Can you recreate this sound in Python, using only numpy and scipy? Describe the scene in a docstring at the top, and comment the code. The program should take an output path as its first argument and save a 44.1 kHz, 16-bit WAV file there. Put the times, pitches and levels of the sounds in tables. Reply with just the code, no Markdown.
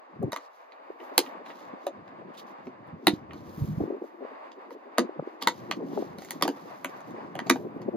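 """An open car door in a breezy street, two metres from a phone; traffic hisses far off throughout.
Wind puffs on the microphone ports as a plastic lever starts to pry and scrape at the trim, gloves and
sleeves rustling. Clips snap and ring the hollow panel, hard at 1.2 and 3.1 s. A gust peaks near 3.8 s;
from 5 s the snaps crowd in, the last big one at 7.5 s. A low cut slides up and down under it all."""
import sys
import numpy as np
from scipy import signal
from scipy.fft import rfft, irfft
from scipy.io import wavfile
from scipy.ndimage import uniform_filter1d

SR = 44100
rng = np.random.default_rng(int(sys.argv[2]) if len(sys.argv) > 2 else 0)


def materialize(psi):
    """Save the field psi as 16-bit PCM at rate SR to the path in sys.argv[1].

    A 1-D psi becomes a single channel; in a 2-D psi each row is a channel.
    """
    bounded = np.clip(np.atleast_2d(psi).T, -1, 1)
    quanta = np.round(bounded * 32767).astype(np.int16)
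    wavfile.write(sys.argv[1], SR, quanta)


N = 351036
HZ = np.fft.rfftfreq(N, 1 / SR)

# Trim and lever snapping, two metres off. Each row: start in seconds; dry peaks of knock, thump, clack,
# crack and tick in dB; knock and thump pitch in Hz; slip time in ms; crack tilt in dB/octave; bite in dB.
CLIP_SNAPS = [(.225, -40, -42, -60, -54, -51, 900, 350, 4.6, 4, -3),
              (.319, -32, -62, -34, -31.5, -32, 1170, 519, 2.7, 4, 6),
              (.33, -23.5, -67, -32.5, -29.5, -33, 870, 474, 1.7, 2, -11),
              (.361, -24, -49, -29.5, -32, -35, 900, 371, 2.24, 14, 4),
              (.718, -53, -84, -47, -48.5, -78, 1110, 500, 4.3, -20, -4),
              (.998, -47, -40, -49, -44, -69, 723, 463, 5.8, -14, -10),
              (1.1785, -14.5, -19.5, -16, -5.5, -2, 1110, 445, 2.16, 8, 5),
              (1.259, -47, -41.5, -44, -38, -72, 1080, 474, 4.8, -21, -11),
              (1.46, -43, -64, -43, -48, -58, 830, 501, 3.5, -5, 3),
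              (1.499, -38, -76, -42.5, -42, -74, 665, 470, 4.6, -27, 0),
              (1.866, -19.5, -32, -34.5, -29, -33, 646, 476, 2.6, -1.5, -5.5),
              (2.075, -47, -53.5, -46, -49, -80, 1154, 380, 4.7, -19, -9),
              (2.667, -41.5, -34, -46.5, -52, -76, 608, 330, 4, 4.5, 0),
              (2.868, -57.5, -55.5, -62.5, -72, -64, 923, 350, 9.5, 0, 0),
              (3.069, -11.5, -12.5, -10.5, -6, -9, 633, 287, 2.3, -4.5, 6),
              (3.305, -44, -49, -42.5, -44.5, -85, 894, 215, 5.1, -40, -9),
              (3.332, -42, -42.5, -46.5, -44.5, -48, 728, 202, 2.8, 1, -6),
              (4.515, -54, -75, -59, -45.5, -80, 913, 466, 4.1, -14, -8),
              (4.704, -39, -35.5, -42, -52, -59, 642, 347, 3.9, -4.5, -5),
              (4.975, -36, -38.5, -33.5, -43.5, -52, 800, 339, 3.4, 7, -2),
              (4.982, -10, -12, -16.5, -14.5, -14.5, 784, 380, 1.84, -2, -2),
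              (5.419, -31.5, -51, -35, -47, -60, 1050, 476, 1.6, 8, 0),
              (5.423, -29.5, -36.5, -38, -21.5, -28, 1100, 480, 2.63, -6, -3.5),
              (5.4725, -14.5, -29, -10, -10, -17.5, 960, 342, 2.138, 11, 14.5),
              (5.711, -21, -51, -22.5, -18.5, -30, 930, 476, 2.7, -8.5, -3.5),
              (6.184, -34.5, -68, -42, -36.5, -39.5, 600, 255, 2.6, 8, -7),
              (6.219, -38, -68, -43, -40, -48, 738, 258, 2.9, 12, -4),
              (6.246, -42, -50, -42, -39, -45, 610, 210, 3.3, 8, -10),
              (6.285, -46, -62, -43, -41, -52, 958, 269, 2.6, 2, 0),
              (6.307, -35, -55, -30.5, -24.5, -19, 1100, 275, 1.7, 11, -13.5),
              (6.411, -31, -31.5, -33, -38, -46, 780, 480, 1.93, 7, 2),
              (6.423, -14, -22, -21, -13, -16.5, 700, 350, 2.18, -7, -4.5),
              (6.453, -21.5, -25.5, -34, -40, -38, 840, 358, 1.08, 4, -2),
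              (6.478, -18.5, -22.5, -27, -22.5, -26, 645, 307, 2.05, 1, -13),
              (6.845, -23.5, -40.5, -20.5, -23, -25, 900, 345, 2.6, -7, -23),
              (7.004, -45, -70.5, -54.5, -50.5, -51, 1068, 398, 3, 12, 1),
              (7.105, -58.5, -70, -59, -52, -53.5, 1000, 400, 4.1, 2, -5),
              (7.352, -28.5, -37.5, -34.5, -35, -41, 715, 493, 2.9, -7, -15),
              (7.39, -25.5, -38.5, -25, -27, -36.5, 800, 480, 2, -5, -12),
              (7.461, -34, -34, -43, -39, -57, 616, 202, 9, 7, -3),
              (7.4965, -21.5, -25, -25, -16, -17, 1090, 299.8, 1.5, 4, -31),
              (7.499, -8.5, -14.5, -9.5, -9, -11.5, 1010, 290, 1.43, 9, 0),
              (7.557, -26.5, -28, -36.5, -36.5, -60, 940, 283, 2.9, -14, -2),
              (7.815, -48, -36.5, -51.5, -49, -54, 638, 296, 4.1, 7, -20)]
# The tick on top of a snap. Each row: frequency in Hz, level in dB.
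TICK_SPECTRUM = [(4410, -29), (7800, -19), (8670, -9), (9610, -10), (13900, -17.5), (15500, -27),
                 (16500, -47.5)]
# Size of the main slip against the tiny ones, as a ratio for knock, thump, clack, crack and tick.
MAIN_SLIPS = [24, 9, 24, 22, 8]

def trim_snaps():
    """A clip lets go in one main slip amid a burst of tiny ones, which ring the panel."""
    time_ms = np.arange(2400) * 1000 / SR
    hz = np.linspace(0, SR / 2, 65)
    tick_gain = gain_of(spectrum_at(TICK_SPECTRUM, hz)) * (hz > 7000) * (hz < 20000)
    tick = signal.firwin2(65, hz, tick_gain, fs=SR)[None]
    rises, decays = [.9, .91, .824, .76, .39], [.95, 2.6, 1.244, 1.4, .98]  # per part, in slip times
    rebound_s, rebounds_db = .0093, [-14, -15.5, -13, -7.5, -21.5]  # the trim rebounds once, a little weaker
    draws = rng.standard_normal((len(CLIP_SNAPS), 2, 2, len(time_ms)))
    spots = rng.standard_normal((len(CLIP_SNAPS), 2, len(PANEL_MODES), 2, 1))
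    groups = np.zeros((3, 2, N))  # snaps take turns among three sets of reflections
    for k, (start, *peaks_db, knock_hz, thump_hz, slip_ms, tilt_db, bite_db) in enumerate(CLIP_SNAPS):
        fine, clumps = draws[k]
        slips = fine * gain_of(4.5 * unit_rms(uniform_filter1d(clumps, size=24)))
        knock = panel_ring(spots[k], band=1, pitch_hz=knock_hz, falloff_db=6)
        thump = panel_ring(spots[k], band=0, pitch_hz=thump_hz, falloff_db=3.5)
        clack = panel_ring(spots[k], band=2, pitch_hz=1900, falloff_db=5)
        crack = panel_ring(spots[k], band=3, pitch_hz=2500, falloff_db=-7.5,
                           tilt_db=tilt_db, bite_db=bite_db)
        parts = zip([knock, thump, clack, crack, tick], peaks_db, rises, decays, MAIN_SLIPS, rebounds_db)
        for ring, db, rise, decay, main_size, rebound_db in parts:
            force = (1 - np.exp(-time_ms / (slip_ms * rise))) ** 2 * np.exp(-time_ms / (slip_ms * decay))
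            main_slip = main_size * (force == force.max())
            sound = signal.fftconvolve((slips + main_slip) * force, ring, axes=1)
            sound *= gain_of(db) / abs(sound).max(axis=1, keepdims=True)
            add(groups[k % 3], start - .0012, sound)
            add(groups[k % 3], start + rebound_s, gain_of(rebound_db) * sound[::-1])  # sides swapped
    return sum(group + gain_of(-8) * cabin_reflections(group) for group in groups)

# The hollow door panel's modes. Each row: frequency in Hz, level in dB, seconds to die by 60 dB.
PANEL_MODES = [(205, -5, .05), (258, 0, .07), (292, 0, .07), (345, 1, .065), (476, -4, .045),
               (600, -3, .02), (760, -3, .018), (945, -2, .02), (1190, -3, .016), (1450, -1, .011),
               (1720, -2, .013), (1900, 0, .013), (2410, 2, .006), (2750, -2, .004), (3300, -1, .0035),
               (3700, 0, .005), (4200, -2, .004), (4900, -8, .003), (5600, -12, .0025), (6500, -11, .003)]
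# Edges in Hz of the thump, knock, clack and crack bands.
BAND_EDGES = [0, 550, 1320, 2580, 7500]

def panel_ring(spot, band, pitch_hz, falloff_db, tilt_db=0, bite_db=0):
    """One band of modes, losing falloff_db per octave from the pitch; the struck spot varies each one."""
    shift, strength = spot
    t = np.arange(1200 if band else 4000) / SR
    out = 0
    for k, (hz, db, t60) in enumerate(PANEL_MODES):
        if BAND_EDGES[band] < hz < BAND_EDGES[band + 1]:
            octaves = np.log2(hz / pitch_hz)
            phase = 2 * np.pi * hz * (1 + shift[k] / 60) * t
            twin_mode = gain_of(-4.5) * np.sign(strength[k, 1]) * np.sin(phase * 1.049)
            db += 3 * strength[k, 0] - falloff_db * abs(octaves) + tilt_db * octaves
            db += bite_db * np.exp(-(np.log2(hz / 3800) / .25) ** 2)
            out = out + (-1) ** k * gain_of(db - 60 * t / t60) * (np.sin(phase) + twin_mode)
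    return out

# The open cabin and the street around it. Each row: frequency in Hz, seconds to die by 60 dB.
CABIN_DECAY = [(250, 0.19), (1000, 0.098), (4000, 0.1), (7000, 0.11), (12000, 0.059)]

def cabin_reflections(sound):
    """Dense reflections reach the phone from 4 ms on, each band dying at its own speed."""
    hz, t, bands = signal.stft(rng.standard_normal((2, SR // 4)), SR, nperseg=256)
    decay = gain_of(-60 * t / spectrum_at(CABIN_DECAY, hz)[:, None])
    tail = signal.istft(bands * decay, SR, nperseg=256)[1]
    tail *= np.arange(tail.shape[1]) > .004 * SR
    return signal.oaconvolve(sound, tail / np.linalg.norm(tail[0]), axes=1)[:, :N]

# The lever on the door trim. Each row: start and end in seconds, level in dB, resonance in Hz.
LEVER_DRAGS = [(0.375, 0.482, -66, 4400), (1.451, 1.533, -59, 3450), (2.334, 2.369, -61.5, 2900),
               (2.37, 2.408, -50, 3570), (5.41, 5.436, -47.5, 3950), (6.521, 6.832, -71, 4670),
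               (6.899, 7.351, -71.5, 4600)]

def lever_scrapes():
    """The lever tip drags over grained plastic: rough hiss around one broad resonance."""
    out = np.zeros((2, N))
    for start, end, db, hz in LEVER_DRAGS:
        fine, lumps = rng.standard_normal((2, 2, round((end - start) * SR)))
        friction = fine * gain_of(2.3 * unit_rms(uniform_filter1d(lumps, size=90)))
        drag = signal.lfilter(*signal.iirpeak(hz, Q=2.5, fs=SR), friction)
        arch = np.sin(np.linspace(0, np.pi, drag.shape[1])) ** .41
        add(out, start, gain_of(db) * unit_rms(drag) * arch)
    return out

# Swells of high hiss at the door: sleeve rustle and the hissy tails of snaps.
# Each row: loudest moment in seconds, level in dB, length in seconds.
HISS_SWELLS = [(0.576, -74.5, 0.16), (1.053, -69.5, 0.11), (1.228, -57, 0.15), (1.599, -64, 0.24),
               (1.852, -67, 0.11), (2.405, -59, 0.063), (2.492, -66, 0.078), (2.667, -71, 0.054),
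               (3.114, -59.5, 0.14), (3.373, -67.5, 0.11), (3.588, -64.5, 0.43), (3.787, -73.5, 0.25),
               (4.056, -67.5, 0.065), (4.729, -67, 0.042), (5.327, -78.5, 0.23), (5.57, -62, 0.27),
               (5.746, -63.5, 0.096), (5.988, -60, 0.28), (6.237, -59, 0.13), (6.335, -59, 0.1),
               (6.466, -64.5, 0.24), (6.622, -68, 0.25), (6.76, -71.5, 0.39), (6.908, -68, 0.1),
               (6.988, -71.5, 0.065), (7.088, -71, 0.084), (7.54, -64, 0.21)]
# The colour of that hiss. Each row: frequency in Hz, level in dB.
HISS_SPECTRUM = [(1000, -35.5), (2000, -7.5), (3630, -1), (5540, -4.5), (6700, -8), (8660, -23),
                 (10000, -13), (11500, -19), (12800, -13), (14300, -14), (15600, -24), (16300, -46.5)]
# Its treble above 8600 Hz. Each row: time in seconds, gain in dB.
HISS_TREBLE = [(0, -5), (1.0, 8.5), (1.7, -2.5), (2.4, 0), (3.35, -2.5), (3.58, 12.5), (3.9, 4.5),
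               (4.1, 7.5), (5.3, 0.5), (6.0, 1.5), (6.6, 3.5), (7.96, 10.5)]

def rustle_and_snap_tails():
    """Gritty hiss swells as rubber and cloth slide, and in the wake of snaps; its treble swells apart."""
    grit = gain_of(2 * drift(ms=1.8)[0] + 1.8 * drift(ms=25)[0] + .99 * drift(ms=.74)[0])
    hiss = unit_rms(noise(HISS_SPECTRUM) * grit)
    treble = signal.sosfilt(signal.butter(4, 8600, "high", fs=SR, output="sos"), hiss)
    body = signal.sosfilt(signal.butter(4, 8600, fs=SR, output="sos"), hiss)
    t, rise_share = np.arange(N) / SR, .48
    swells = np.full(N, gain_of(-85.5))  # a faint hiss stays between swells
    for peak_s, db, length in HISS_SWELLS:
        from_peak = np.maximum((peak_s - t) / rise_share, (t - peak_s) / (1 - rise_share)) / length
        swells += gain_of(db - 14.5 * np.minimum(from_peak, 3) ** 2)
    return (body + treble * gain_of(curve(HISS_TREBLE))) * swells

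# The breeze right on the microphone. Each row: time in seconds, level in dB.
WIND_LEVEL = [(0, -62), (.15, -55), (.28, -35), (.38, -77.5), (.78, -68.5), (.9, -53), (2.17, -50.5),
              (2.5, -50.5), (2.7, -56.5), (2.9, -48), (3.74, -47.5), (3.83, -32), (4.08, -52.5),
              (4.4, -53.5), (4.9, -50.5), (5.42, -49.5), (6.0, -37.5), (6.2, -47), (6.92, -51.5),
              (7.5, -41.5), (7.96, -40.5)]
# The colour of its roar. Each row: frequency in Hz, level in dB.
WIND_SPECTRUM = [(25, -30), (60, 3), (150, 2), (330, 3), (600, -8), (1000, -18.5), (2000, -64)]
# Its strongest eddies. Each row: middle in seconds, level in dB, pitch in Hz, width in ms (5 at least).
STRONG_EDDIES = [(0.207, -29, 173, 19), (0.237, -23, 391, 21.5), (0.25, -23.5, 147, 15.6),
                 (0.273, -33, 194, 11), (0.905, -30, 380, 5.3), (1.122, -35, 421, 13),
                 (1.738, -30, 342, 3.3), (2.677, -37.5, 396, 15), (2.94, -35, 164, 18),
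                 (3.137, -22, 236, 3.7), (3.582, -28.5, 181, 6.4), (3.625, -22, 139, 20),
                 (3.647, -24.5, 149, 3.9), (3.692, -30, 194, 32), (3.72, -27.5, 153.6, 44),
                 (3.781, -22.5, 167, 10), (3.811, -22.5, 320, 12.4), (3.839, -18, 317, 4.2),
                 (3.856, -40, 337, 11), (3.882, -24, 300, 3.3), (3.907, -21, 420, 6.3),
                 (3.927, -25, 380, 7.5), (4.023, -27.5, 346.4, 8.6), (4.045, -33, 450, 12),
                 (4.21, -34.5, 397, 3.9), (4.228, -31, 399, 20), (4.251, -28, 445, 5.4),
                 (5.051, -29.5, 321, 10), (5.095, -27.5, 333, 4.1), (5.197, -22.5, 532, 4.1),
                 (5.2, -28.5, 145.4, 14.3), (5.228, -30, 378, 1.6), (5.276, -27, 329, 4.2),
                 (5.705, -32, 329, 24), (5.775, -29, 320, 12), (5.811, -33.5, 452, 21),
                 (5.89, -37.5, 283, 52), (5.978, -21, 626, 4), (5.982, -27, 410, 23), (5.997, -27, 350, 25),
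                 (6.026, -21, 480, 4.5), (6.112, -25, 61.5, 180), (6.19, -41, 52, 57),
                 (6.191, -32.5, 288, 3.4), (6.363, -35, 277, 14), (7.422, -31.5, 255, 7.2),
                 (7.468, -29, 296, 9.5), (7.767, -29, 304, 6.7), (7.862, -31, 275, 7.3),
                 (7.888, -19, 380, 10.2), (7.95, -26, 338, 31)]

def wind():
    """A lumpy low roar on the ports; each eddy is a few wavering cycles with a sharper flap inside."""
    lumps = gain_of(2.6 * drift(ms=26)[0])
    out = unit_rms(noise(WIND_SPECTRUM) * lumps) * gain_of(curve(WIND_LEVEL))
    eddies = STRONG_EDDIES + chance_eddies(count=45)
    for middle, db, hz, ms in eddies:
        offset, glide, flap, waver = rng.random((4, 2, 1))
        ms = max(ms, 5)
        widths = np.arange(-2 * ms, 2 * ms, 1000 / SR) / ms  # time from the middle
        cycles = hz * ms / 1000 * (widths + .31 * (glide - .5) * widths ** 2) + offset
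        cycles += .13 * np.sin(2 * np.pi * ((.25 + .2 * waver) * cycles + flap))
        body = np.exp(-2.4 * widths ** 2) * np.sin(2 * np.pi * cycles)
        flap_cycles = (1.3 + .57 * flap) * cycles + glide
        sharp_flap = np.exp(-12 * (widths + .17) ** 2) * np.sin(2 * np.pi * flap_cycles)
        add(out, middle - 2 * ms / 1000, gain_of(db) * (body + gain_of(-9) * sharp_flap))
    return out

def chance_eddies(count):
    """Eddies at chance moments, about 10 dB above the breeze then blowing: rows like STRONG_EDDIES."""
    when, size, pitch, width = rng.random((count, 4)).T
    middle = .1 + when * (N / SR - .2)
    db = np.interp(middle, *np.transpose(WIND_LEVEL)) + 9.5 + size
    hz, ms = np.interp(pitch, (0, 1), (256.4, 446.6)), np.interp(width, (0, 1), (3.6, 24.6))
    return list(zip(middle, db, hz, ms))

# Traffic, far from the car. Each row: time in seconds, level in dB.
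TRAFFIC_LEVEL = [(0.0, -52), (1.35, -46), (2.95, -51), (6.92, -47), (7.96, -49.5)]
# Its colour at that distance. Each row: frequency in Hz, level in dB.
TRAFFIC_SPECTRUM = [(90, -72.5), (150, -32.5), (300, -21.5), (520, 1), (650, 2), (1140, 2.5), (1350, -7),
                    (1900, -9), (2800, -21), (3420, -27.5), (4700, -30.5), (5500, -41), (8300, -49),
                    (13600, -68), (16500, -76)]

def traffic():
    """Far tyre hiss that swells a little."""
    return noise(TRAFFIC_SPECTRUM) * gain_of(curve(TRAFFIC_LEVEL) + 2.3 * drift(ms=65)[0])

# How the door, the far street and the wind reach the phone's two ports. Each row: frequency in Hz,
# left lead in radians, likeness from 0 to 1, left over right in dB.
FROM_DOOR = [(100, 0, .9, -1), (350, .5, .92, .5), (900, .7, .88, 4), (1700, .3, .5, -1),
             (2800, .8, .55, -1), (4800, .8, .7, -2), (5900, 3.9, .5, -1), (6900, 4.8, .6, 0),
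             (7900, 3.3, .88, 1), (9000, 3, .98, -1), (11000, 1.6, .97, 0), (13800, 0, .99, 0),
             (16500, -.5, .99, 0)]
FROM_STREET = [(100, -4.5, .5, 18.5), (340, -2.5, 0.16, -3.5), (700, 3.5, 0.27, 2), (2900, 1, 0.63, -2.5),
               (4600, 12, 0.51, 0), (6710, 7.5, 0.57, -3), (7500, -13.5, .5, -4), (9300, 17.5, 0.83, -1.5),
               (12400, 22, 0.85, -2), (16500, 3, .8, 4.5)]
FROM_WIND = [(30.7, 0.13, 1, -2), (334, 1, 0.83, 1), (800, 1, 0.86, 3)]

def microphone_ports(pair, arrival):
    """The right port hears a phase-shifted share of what the left hears, plus a part of its own."""
    lead, likeness, pan_db = spectrum_at(arrival, HZ)
    left, own = rfft(pair)
    right = likeness * left + np.sqrt(1 - likeness ** 2) * own
    steer = np.exp(.5j * lead) * gain_of(pan_db / 2)
    return irfft([left * steer, right / steer], N)

def gain_of(db):
    return 10 ** (np.asarray(db) / 20)

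def unit_rms(x):
    return x / np.sqrt(np.mean(x ** 2) + 1e-20)

def spectrum_at(rows, hz):
    """Every column of a spectrum at the given frequencies."""
    row_hz, *columns = np.transpose(rows)
    return np.squeeze([np.interp(np.log(hz + 1), np.log(row_hz + 1), column) for column in columns])

def curve(rows):
    return np.interp(np.arange(N) / SR, *np.transpose(rows))

def add(mix, start_s, sound):
    part = mix[:, round(start_s * SR):][:, :sound.shape[1]]
    part += sound[:, :part.shape[1]]

def drift(ms):
    """Two rows of smooth chance that change within about ms."""
    size = max(int(ms * SR / 1000), 2)
    return unit_rms(uniform_filter1d(uniform_filter1d(rng.standard_normal((2, N)), size), size))

def noise(spectrum):
    """Two unrelated rows of coloured noise."""
    return unit_rms(irfft(rfft(rng.standard_normal((2, N))) * gain_of(spectrum_at(spectrum, HZ)), N))

def scene():
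    """The door at two metres, the street far off and the wind on the phone itself."""
    door = microphone_ports(trim_snaps() + lever_scrapes() + rustle_and_snap_tails(), FROM_DOOR)
    return door + microphone_ports(traffic(), FROM_STREET) + microphone_ports(wind(), FROM_WIND)

# The sliding low cut. Each row: time in seconds, edge in octaves above 25 Hz (held within 0.6 to 3.3).
LOW_CUT_EDGE = [(0.1, 3.2), (0.17, 1.6), (0.29, 1.8), (0.36, 2.95), (1.0, 3.3), (1.15, 3.2), (1.185, 2.55),
                (1.22, 2.66), (1.65, 2.84), (1.69, 1.9), (1.79, 3.2), (1.9, 3.3), (1.98, 1.74), (2.53, 2.9),
                (2.66, 1.84), (2.76, 2.1), (2.97, 1.5), (3.02, 3.6), (3.1, 0.54), (3.4, 1.65), (3.53, .7),
                (3.8, 0.86), (3.9, 3.06), (4.95, 3.25), (4.99, 3.56), (5.03, 2), (5.12, 5.7), (5.18, 1.97),
                (5.32, 3.85), (5.47, 2.65), (5.55, 1.9), (6.04, 2.72), (6.09, 2.6), (6.23, 2.36),
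                (6.3, 2.43), (7.2, 2.17)]

def record(dry):
    """A low cut of 29 dB per octave slides up and down; the treble ends at 16.7 kHz."""
    hz, t, bands = signal.stft(dry, SR, nperseg=2048, noverlap=1536)
    edge = np.clip(np.interp(t, *np.transpose(LOW_CUT_EDGE)), .6, 3.3)
    octaves_below = edge - np.log2(hz[:, None] / 25 + .0011)
    cut_db = np.clip(29 * (octaves_below + .28), 0, 65)
    thinned = signal.istft(bands * gain_of(-cut_db), SR, nperseg=2048, noverlap=1536)[1][:, :N]
    band_limit = signal.firwin(511, 16700, window=("kaiser", 9), fs=SR)
    return signal.oaconvolve(thinned, band_limit[None], "same")

dry = scene()
out = record(dry)
materialize(out)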